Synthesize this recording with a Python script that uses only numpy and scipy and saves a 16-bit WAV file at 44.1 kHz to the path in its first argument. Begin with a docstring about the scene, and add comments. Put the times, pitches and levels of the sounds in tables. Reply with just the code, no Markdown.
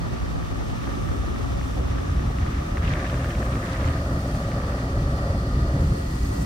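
"""A water tanker stands in a dry field. From the start its six-cylinder diesel fires at fast idle,
driving a whining gear pump, and the turbulent jet hisses; close by, dry grass rustles and snaps.
After a second the wind rises and its eddies buffet the microphone; over the next two seconds more
and more of the bass narrows to mono. From about three seconds the jet splashes steadily into the
trees. Near the end the grass has quietened and a high ring comes through from the pump."""
import sys
import numpy as np
from scipy import signal
from scipy.fft import rfft, irfft
from scipy.io import wavfile
from scipy.ndimage import uniform_filter1d, map_coordinates

SR = 44100
rng = np.random.default_rng(int(sys.argv[2]) if len(sys.argv) > 2 else 0)


def persist_wave(psi):
    """Save psi, clipped to +-1, as 16-bit WAV."""
    counts = np.round(np.clip(psi, -1, 1) * 32767).astype(np.int16)
    wavfile.write(sys.argv[1], SR, np.atleast_2d(counts).T)


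N = 284445
T = np.arange(N) / SR
HZ = np.fft.rfftfreq(N, 1 / SR)

# Engine speed. Each row: time in seconds, four-stroke cycles per second.
ENGINE_SPEED = [(0, 10.187), (4.7, 10.187), (5.3, 10.168), (6.1, 10.265)]
# How well the air carries the engine. Each row: time in seconds, gain in dB.
AIR_CARRY = [(0, -0.5), (2.5, -0.76), (4.6, 0.7), (5.75, 0), (6.2, 0.6)]
# Exhaust harmonics. Each row: multiple of the cycle (6 is the firing rate), early and late level in dB.
EXHAUST_ORDERS = [(4, -40, -35.5), (6, -35, -33), (8, -40, -37), (10, -43, -40), (12, -42, -36),
                  (16, -45, -42), (26, -53, -43.5), (27, -49, -43.5), (28, -52, -48), (52, -55, -45),
                  (56, -54, -52), (60, -56, -50), (65, -61, -53), (76, -62, -57)]
# The tones change colour as the listener shifts. Each row: time in seconds, share of the late levels.
LATE_SHARE = [(1.5, 0.07), (3.1, 1)]
# Spectrum of the engine's roar. 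Each row: frequency in Hz, density in dB.
ROAR_SPECTRUM = [(25, -78), (55, -49), (125, -53.5), (210, -56), (280, -59.5), (370, -61.5), (460, -67),
                 (560, -69.5), (720, -71), (930, -73.5), (1400, -74.5), (2300, -88.5), (3500, -102),
                 (7000, -103), (14000, -130)]
# Resonances of block and panels, and of the exhaust pipe. Each row: centre and width in Hz, peak in dB.
BLOCK_MODES = [(269, 25.5, -59.5), (1215, 290, -71.5), (1170, 160, -80.5), (1560, 93, -74),
               (1854, 100, -78.5)]
PIPE_MODES = [(553, 49, -66), (616, 270, -68.5), (693, 105, -72)]
# Course of the knock, pipe roar, pump whine and pump ring. Each row: time in seconds, gain in dB.
KNOCK_GAIN = [(0, -0.5), (3.8, 2.5), (4.3, 1), (5.7, -0.5), (6.1, -3.5)]
PIPE_GAIN = [(0, -0.5), (2.72, -1), (2.92, 1.5), (3.6, 1), (4.5, 2.5), (5.1, 1.5), (5.27, 5.5),
             (5.43, -0.5), (5.65, 0), (5.77, 4.5), (5.9, -8), (6.05, 1.5), (6.15, -19), (6.3, -6),
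             (6.45, -2)]
WHINE_GAIN = [(0, -0.5), (.9, 4), (2.5, 1), (3.0, 2), (4.2, -2), (4.7, 4.5), (5.8, -0.5), (6.1, -8)]
RING_GAIN = [(5.5, -75), (6.0, -58.5)]
# Tones of the pump gears. Each row: multiple of the cycle, early and late level in dB.
GEAR_ORDERS = [(106, -61, -65), (112, -60, -60), (114, -53, -55), (116, -60, -57), (120, -56, -53),
               (128, -57.5, -57.5), (156, -62, -58), (162, -61, -61), (166, -61, -57.5), (178, -64, -62)]

# Spectra of the jet's hiss and of drops on leaves. Each row: frequency in Hz, density in dB.
JET_SPECTRUM = [(700, -101), (2300, -80.5), (3200, -84), (4100, -87.5), (4900, -88.5), (6000, -86.5),
                (7200, -94), (9000, -95.5), (10300, -95.5), (12000, -99), (13500, -101), (15500, -104)]
SPLASH_SPECTRUM = [(2500, -102), (4500, -98), (6000, -85.5), (7800, -88.5), (10300, -88), (12000, -92.5),
                   (13500, -93.5), (15500, -99)]
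# Resonances of the nozzle and of the stream on the tree. Each row: centre and width in Hz, peak in dB.
NOZZLE_MODES = [(2850, 250, -88), (3560, 110, -86.5)]
STREAM_MODES = [(1935, 200, -71), (4320, 260, -78.5), (4880, 390, -79)]
# The jet swings into the trees. Each row: time in seconds, gains of jet, splash and stream in dB.
WATER_GAINS = [(0, 0, -19, -9), (.85, 1.8, -19, -18), (1.05, 1, -8, -20), (1.4, 1.7, -21, -26),
               (1.67, 1.5, -6.5, -22), (1.9, 1, -18, -26), (2.7, .5, -11, -13), (3.25, 1.5, -5, -16),
               (3.42, 0, -3.5, -11), (4.1, 0, -5, -4), (4.35, 1.5, -3, -4), (4.6, 0.5, -8, -4.5),
               (5.6, -0.5, -7.5, -3.5), (6.05, 0.5, -2.5, -4), (6.45, 0, 2.5, -2.5)]
# Engine, jet and splash at the two microphone ports.
# Each row: frequency in Hz, coherence from 0 to 1, phase lead of the left in radians.
ENGINE_STEREO = [(50.3, 0.7, 2), (288, 0.01, -1.3), (537, 0.95, -2.5), (870, 0.32, -4.5), (1110, 0.4, -4),
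                 (1193, 0.16, -5), (1570, 1, -3), (1916, 0.2, -1.5), (2046, 1, 3), (3220, 0.6, 4),
                 (4830, 0, 7.5)]
JET_STEREO = [(2640, 0.45, 3.22), (4000, 0.24, 6.3), (5550, 0.37, 6.4), (6800, 0.5, 9.2), (7600, 0, 13),
              (9700, 0.5, 11.6)]
SPLASH_STEREO = [(2500, .5, 1.8), (4000, 0.76, 5.5), (6300, 0.65, 8.2), (7600, 0.58, 7.4), (8900, 0.83, 5),
                 (10250, 0.95, 4.5)]
# Stereo image of the top treble: left and right in opposite phase from about 10.5 to 12.3 kHz.
# Each row: frequency in Hz, coherence from 0 to 1, phase lead of the left in radians.
TREBLE_STEREO = [(10550, 1, 3.14), (12300, 1, 3.14), (13000, .6, 1.7), (13900, 1, 0)]
# Sideways lean of the jet. Each row: frequency in Hz, left minus right in dB.
JET_LEAN = [(2200, 0), (3300, 4.5), (5000, 4), (6400, 0), (7400, -3.5), (8800, -3.5), (10000, 0)]

# Spectrum of dry grass. Each row: frequency in Hz, relative density in dB.
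GRASS_SPECTRUM = [(300, -0.5), (700, -25), (1000, 4.5), (1350, 1.5), (1750, 6), (2300, -1.5), (3000, -7),
                  (4200, -11.5), (7000, -19.5), (15000, -79)]
# Brushed grass and scuffed ground. Each row: start and length in seconds, level in dB.
GRASS_SWISHES = [(.09, 0.063, -47), (.78, 0.072, -41.5), (1.85, 0.42, -45.5), (2.37, 0.22, -41),
                 (2.79, 0.28, -36), (3.12, 0.79, -42), (3.6, 0.28, -38), (4.38, 0.41, -48)]
GROUND_SCUFFS = [(1.234, 0.0088, -37), (1.765, 0.04, -39), (2.302, 0.0067, -35), (4.748, 0.008, -36),
                 (5.343, 0.0088, -32), (5.706, .008, -39)]
# Breaking stalks. Each row: time in seconds, relative peak in dB, pitch in Hz.
STALK_SNAPS = [(0.137, -30, 1310), (0.8744, -26, 1350), (1.089, -26, 1150), (1.362, -27, 1200),
               (1.526, -31, 1250), (1.6121, -23.5, 1040), (1.882, -27, 1250), (1.956, -24.5, 1550),
               (1.9837, -23, 1140), (2.303, -24.5, 600), (2.3852, -24, 1570), (2.464, -26, 1760),
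               (2.771, -21, 1500), (2.779, -22, 1530), (2.853, -33, 2000), (2.937, -18.5, 2800),
               (2.973, -20.5, 1510), (3.098, -23, 1840), (3.2443, -22.5, 1680), (3.352, -20.5, 1900),
               (3.428, -22.5, 1500), (3.463, -26, 1520), (3.555, -26, 1570), (3.7447, -25, 1440),
               (3.841, -27.5, 1600), (4.061, -22, 1000), (4.348, -20, 1170), (4.5171, -24.5, 1590),
               (4.601, -23.5, 1290), (4.618, -24, 1420), (4.647, -23, 1270), (4.723, -24, 1300),
               (4.788, -29, 1400), (4.817, -26, 1400), (4.954, -34, 1350)]

# Breeze on the microphone. Each row: time in seconds, level in dB.
BREEZE_LEVEL = [(0, -35), (.55, -37.5), (1.2, -25), (1.5, -29.5), (1.85, -23.5), (2.6, -24), (3.45, -28),
                (4.0, -29), (4.35, -21.5), (4.7, -36), (5.0, -28), (5.3, -26.5), (5.8, -19.5), (6.1, -21.5),
                (6.45, -33)]
# Single gusts. Each row: start and length in seconds, levels of large and small eddies in dB.
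WIND_GUSTS = [(0.042, 0.065, -35, -26.5), (2.1, 0.2, -21.5, -30), (2.79, 0.18, -24, -23),
              (3.12, 0.031, -21, -28), (3.846, 0.053, -18, -24), (4.126, 0.058, -23, -30),
              (4.895, .24, -21.5, -27.5), (5.468, .2, -23.5, -23), (5.737, 0.19, -24.5, -19),
              (6.2, 0.035, -17.5, -31)]
# Spectrum of the buffeting. Each row: frequency in Hz, relative density in dB.
BUFFET_SPECTRUM = [(15, -30), (28, -4), (42, 6.5), (68, 7.5), (110, 1), (170, -12.5), (260, -14.5),
                   (400, -21), (900, -109)]
# Narrowing of the stereo image. Each row: time in seconds, frequency in Hz below which it is mono.
MONO_CROSSOVER = [(1.1, 22), (2.0, 124), (2.72, 385), (2.92, 750), (5.8, 677), (5.95, 496), (6.45, 277)]


def engine():
    """Phase locking: all follows one governed crankshaft; the wind carries the sound to and fro."""
    cycles = np.cumsum(curve(ENGINE_SPEED) * (1 + 0.0006 * drift(1.41))) / SR
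    drone = gain_of(-0.5) * harmonics(cycles, EXHAUST_ORDERS, waver_db=3.5, waver_hz=3.3)
    return (drone + pump(cycles) + combustion(cycles)) * gain_of(curve(AIR_CARRY))


def combustion(cycles, cylinders=6, uneven_db=2, scatter_db=3.6, churn_db=1.1):
    """Impulse excitation: each firing drives noise into block and exhaust; no two cylinders are alike."""
    firings = cycles * cylinders
    stroke = firings.astype(int)
    cylinder_db = uneven_db * rng.standard_normal(cylinders)[stroke % cylinders]
    firing_db = scatter_db * np.minimum(rng.standard_normal(stroke[-1] + 1), 2)[stroke]
    pulses = unit_rms(gain_of(cylinder_db + firing_db) * np.exp(-(firings % 1) / 1.1))
    blows = unit_rms(2.4 + pulses)  # a steady floor smears the firings together
    puffs = unit_rms(np.sqrt(blows))
    knock = in_stereo(blows * clatter(cycles, repeat=0.25), resonances(BLOCK_MODES), ENGINE_STEREO)
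    pipe = in_stereo(puffs * clatter(cycles, repeat=0.15), resonances(PIPE_MODES), ENGINE_STEREO)
    roar = in_stereo(puffs * clatter(cycles, repeat=0.15), response(ROAR_SPECTRUM), ENGINE_STEREO)
    knock *= gain_of(curve(KNOCK_GAIN) + churn_db * drift(23))
    pipe *= gain_of(curve(PIPE_GAIN))
    return knock + (pipe + roar) * gain_of(churn_db * drift(21))


def clatter(cycles, repeat, size=4096):
    """Periodicity: parts strike in the same order, so a share of the noise power repeats each cycle."""
    position = cycles % 1 * size
    periodic = np.array([map_coordinates(pattern, [position], order=3, mode="grid-wrap")
                         for pattern in rng.standard_normal((2, size))])
    return np.sqrt(repeat) * periodic + np.sqrt(1 - repeat) * rng.standard_normal((2, N))


def harmonics(cycles, orders, waver_db, waver_hz):
    """Harmonic series: sines at multiples of the engine cycle, each wavering in the moving air."""
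    out = np.zeros((2, N))
    cycle_hz, late = cycles[-1] / T[-1], curve(LATE_SHARE)
    for multiple, early_db, late_db in orders:
        phase = 2 * np.pi * (multiple * cycles + rng.random()) + 0.3 * drift(4)
        lag = np.array([[0], [at_hz(ENGINE_STEREO, multiple * cycle_hz, column=2)]])
        tone = unit_rms(gain_of(waver_db * drift(waver_hz)) * np.sin(phase - lag))
        out += gain_of(early_db + (late_db - early_db) * late) * tone
    return out


def pump(cycles, right_db=0.5, waver_hz=2.5, ring_multiple=189):
    """Gear meshing: the teeth whine at high multiples of the cycle; one higher tone enters late."""
    whine = harmonics(cycles, GEAR_ORDERS, waver_db=3.5, waver_hz=waver_hz)
    whine *= gain_of(curve(WHINE_GAIN) + np.array([[-right_db], [right_db]]) / 2)
    ring = unit_rms(np.sin(2 * np.pi * ring_multiple * cycles + drift(waver_hz)))
    return whine + ring * gain_of(curve(RING_GAIN))


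def water():
    """Turbulence and impact: the nozzle hisses, drops patter on leaves, the stream drums on a tree."""
    turbulence = rng.standard_normal((2, N))
    jet_colour = np.hypot(response(JET_SPECTRUM), resonances(NOZZLE_MODES))
    jet = in_stereo(turbulence, jet_colour, JET_STEREO + TREBLE_STEREO, at_hz(JET_LEAN, HZ))
    drops = clicks(per_s=22000, spread_db=-1.0)
    splash = in_stereo(drops, response(SPLASH_SPECTRUM), SPLASH_STEREO + TREBLE_STEREO)
    stream = in_stereo(clicks(per_s=8000, spread_db=2.5), resonances(STREAM_MODES), ENGINE_STEREO)
    return (jet * gain_of(curve(WATER_GAINS) + 0.5 * drift(25))
            + splash * gain_of(curve(WATER_GAINS, column=2) + drift(25))
            + stream * gain_of(curve(WATER_GAINS, column=3) + drift(23)))


def rustle(bands=5, clump_db=2.6, fade_db_per_s=1):
    """Stick-slip friction: dry stalks crackle in clumps, thick ones low and thin ones high."""
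    log_centres = np.log(np.geomspace(700, 4500, bands))
    spectrum = 0
    for band in np.eye(bands):
        share = np.interp(np.log(HZ + 1), log_centres, band)
        crackle = unit_rms(clicks(per_s=900, spread_db=2.3) * gain_of(clump_db * drift(31)))
        spectrum = spectrum + rfft(crackle) * np.sqrt(share)
    grass = unit_rms(irfft(spectrum * response(GRASS_SPECTRUM), N))
    swish_power = swells(GRASS_SWISHES, rise_s=0.055, fall_s=0.11)
    stir_power = gain_of(-50 - fade_db_per_s * T) ** 2  # faint crackle between swishes
    return grass * np.sqrt(swish_power + stir_power) * gain_of(-0.5)


def snaps(decay_s=0.0017, octaves_below=1.4, octaves_above=0.7, dull_hz=5800, size=2048):
    """Brittle fracture: a stalk ticks around its own pitch; thick ones knock, thin ones crack."""
    t, hz = np.arange(size) / SR, np.fft.rfftfreq(size, 1 / SR)
    out = np.zeros((2, N))
    for time_s, peak_db, pitch_hz in STALK_SNAPS:
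        detuning = np.log2((hz + 1) / pitch_hz) / np.where(hz < pitch_hz, octaves_below, octaves_above)
        colour = 1 / (1 + abs(detuning) ** 3) / (1 + (hz / dull_hz) ** 4)
        burst = (rng.standard_normal(size) + 0.5 * rng.standard_normal((2, size))) * np.exp(-t / decay_s)
        snap = irfft(rfft(np.roll(burst, size // 2, axis=1)) * colour)
        start = round(time_s * SR) - size // 2
        out[:, start:start + size] += gain_of(peak_db - 1.9) * snap / abs(snap).max()
    return out


def wind(eddy_db=2.0, eddy_hz=6.2, usual_db=-25, rise_s=0.005, fall_s=0.018):
    """Turbulent pressure: large eddies rumble on the microphone; gusts also shed small, faster ones."""
    breeze_db = curve(BREEZE_LEVEL) + eddy_db * drift(eddy_hz)
    fine_db = -41 + 2 * (breeze_db - usual_db)  # small eddies grow twice as fast in dB
    push = swells([(start, length, db) for start, length, db, _ in WIND_GUSTS], rise_s, fall_s)
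    flutter = swells([(start, length, db) for start, length, _, db in WIND_GUSTS], rise_s, fall_s)
    large = steady_noise(response(BUFFET_SPECTRUM)) * np.sqrt(push + gain_of(breeze_db) ** 2)
    small = steady_noise(resonances([(120, 60, 0)])) * np.sqrt(flutter + gain_of(fine_db) ** 2)
    return (large + small) * gain_of(-4.5)


def scuffs(pitch_hz=540, width_hz=330):
    """Sliding friction: short, dull scrapes on the dry ground."""
    scrape = steady_noise(resonances([(pitch_hz, width_hz, 0)]))
    return scrape * np.sqrt(swells(GROUND_SCUFFS, rise_s=0.002, fall_s=0.006))


def in_stereo(drives, colour, stereo, balance_db=0):
    """Partial coherence: two independent drives are coloured and blended into left and right."""
    left, unrelated = rfft(drives) * colour * np.sqrt(SR / 2)
    hz, coherences, leads = np.transpose(stereo)
    unwrapped = np.transpose([hz, coherences, np.unwrap(leads)])
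    coherence = np.clip(at_hz(unwrapped, HZ), 0, 1)
    lag = np.exp(-1j * at_hz(unwrapped, HZ, column=2))
    right = (coherence * left + np.sqrt(1 - coherence ** 2) * unrelated) * lag
    lean = gain_of(balance_db / 2)
    return irfft(np.array([left * lean, right / lean]), N)


def resonances(modes):
    """Resonance: the gain at every frequency is a sum of bell-shaped peaks."""
    return sum(gain_of(db) / (1 + 2 * ((HZ - hz) / width) ** 2) for hz, width, db in modes)


def clicks(per_s, spread_db):
    """Shot noise: two trains of independent clicks of random size."""
    size = gain_of(spread_db * np.minimum(rng.exponential(1, (2, N)), 4))
    return unit_rms(size * rng.standard_normal((2, N)) * (rng.random((2, N)) < per_s / SR))


def swells(events, rise_s, fall_s):
    """Incoherent addition: the powers of events that rise, hold and die away are summed."""
    power = np.zeros(N)
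    for start, length, db in events:
        attack = np.clip((T - start) / rise_s, 0, 1)
        release = np.exp(-np.maximum(T - start - length, 0) / fall_s)
        power += (gain_of(db) * attack * release) ** 2
    return power


def steady_noise(colour):
    """Filtered noise, divided by its running rms to hold the level steady."""
    noise = irfft(rfft(rng.standard_normal(N)) * colour, N)
    return noise / np.sqrt(uniform_filter1d(noise ** 2, size=4000))


def drift(rate_hz, step=100):
    """Random modulation: noise of rms 1, low-passed at rate_hz."""
    count = N // step + 2
    hz = np.fft.rfftfreq(count, step / SR)
    slow = irfft(rfft(rng.standard_normal(count)) * (hz > 0) / (1 + (hz / rate_hz) ** 4))
    return unit_rms(np.interp(np.arange(N) / step, np.arange(len(slow)), slow))


def response(spectrum):
    """Frequency response: a table in dB as a gain at every frequency."""
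    return gain_of(at_hz(spectrum, HZ))


def at_hz(table, hz, column=1):
    """Interpolation of one column along log frequency."""
    table = np.array(table, float)
    return np.interp(np.log(hz + 1), np.log(table[:, 0] + 1), table[:, column])


def curve(table, column=1):
    """Interpolation of one column along time."""
    table = np.array(table, float)
    return np.interp(T, table[:, 0], table[:, column])


def gain_of(db):
    """The decibel law: 20 dB is a factor of ten in amplitude."""
    return 10 ** (np.asarray(db) / 20)


def unit_rms(x):
    """Normalisation to rms 1."""
    return x / np.sqrt(np.mean(x ** 2) + 1e-20)


def scene():
    """Superposition: the pressures of truck, water, grass, ground and wind add."""
    return engine() + water() + rustle() + snaps() + scuffs() + wind()


def record(dry, bass_db=-0.52, edge_hz=15650):
    """Crossover and band limit: the left bass feeds both channels; a low-pass cuts the top treble."""
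    hz, t, spectra = signal.stft(dry, SR, nperseg=1024, noverlap=768)
    crossover_hz = np.interp(t, *np.transpose(MONO_CROSSOVER))
    mono = 1 / (1 + (hz[:, None] / crossover_hz) ** 20)
    spectra[1] = np.sqrt(mono) * spectra[0] + np.sqrt(1 - mono) * spectra[1]
    _, narrowed = signal.istft(spectra * gain_of(bass_db * mono), SR, nperseg=1024, noverlap=768)
    low_pass = signal.firwin(511, edge_hz, window=("kaiser", 9), fs=SR)
    return signal.oaconvolve(narrowed[:, :N], low_pass[None], "same")


dry = scene()
out = record(dry)
persist_wave(out)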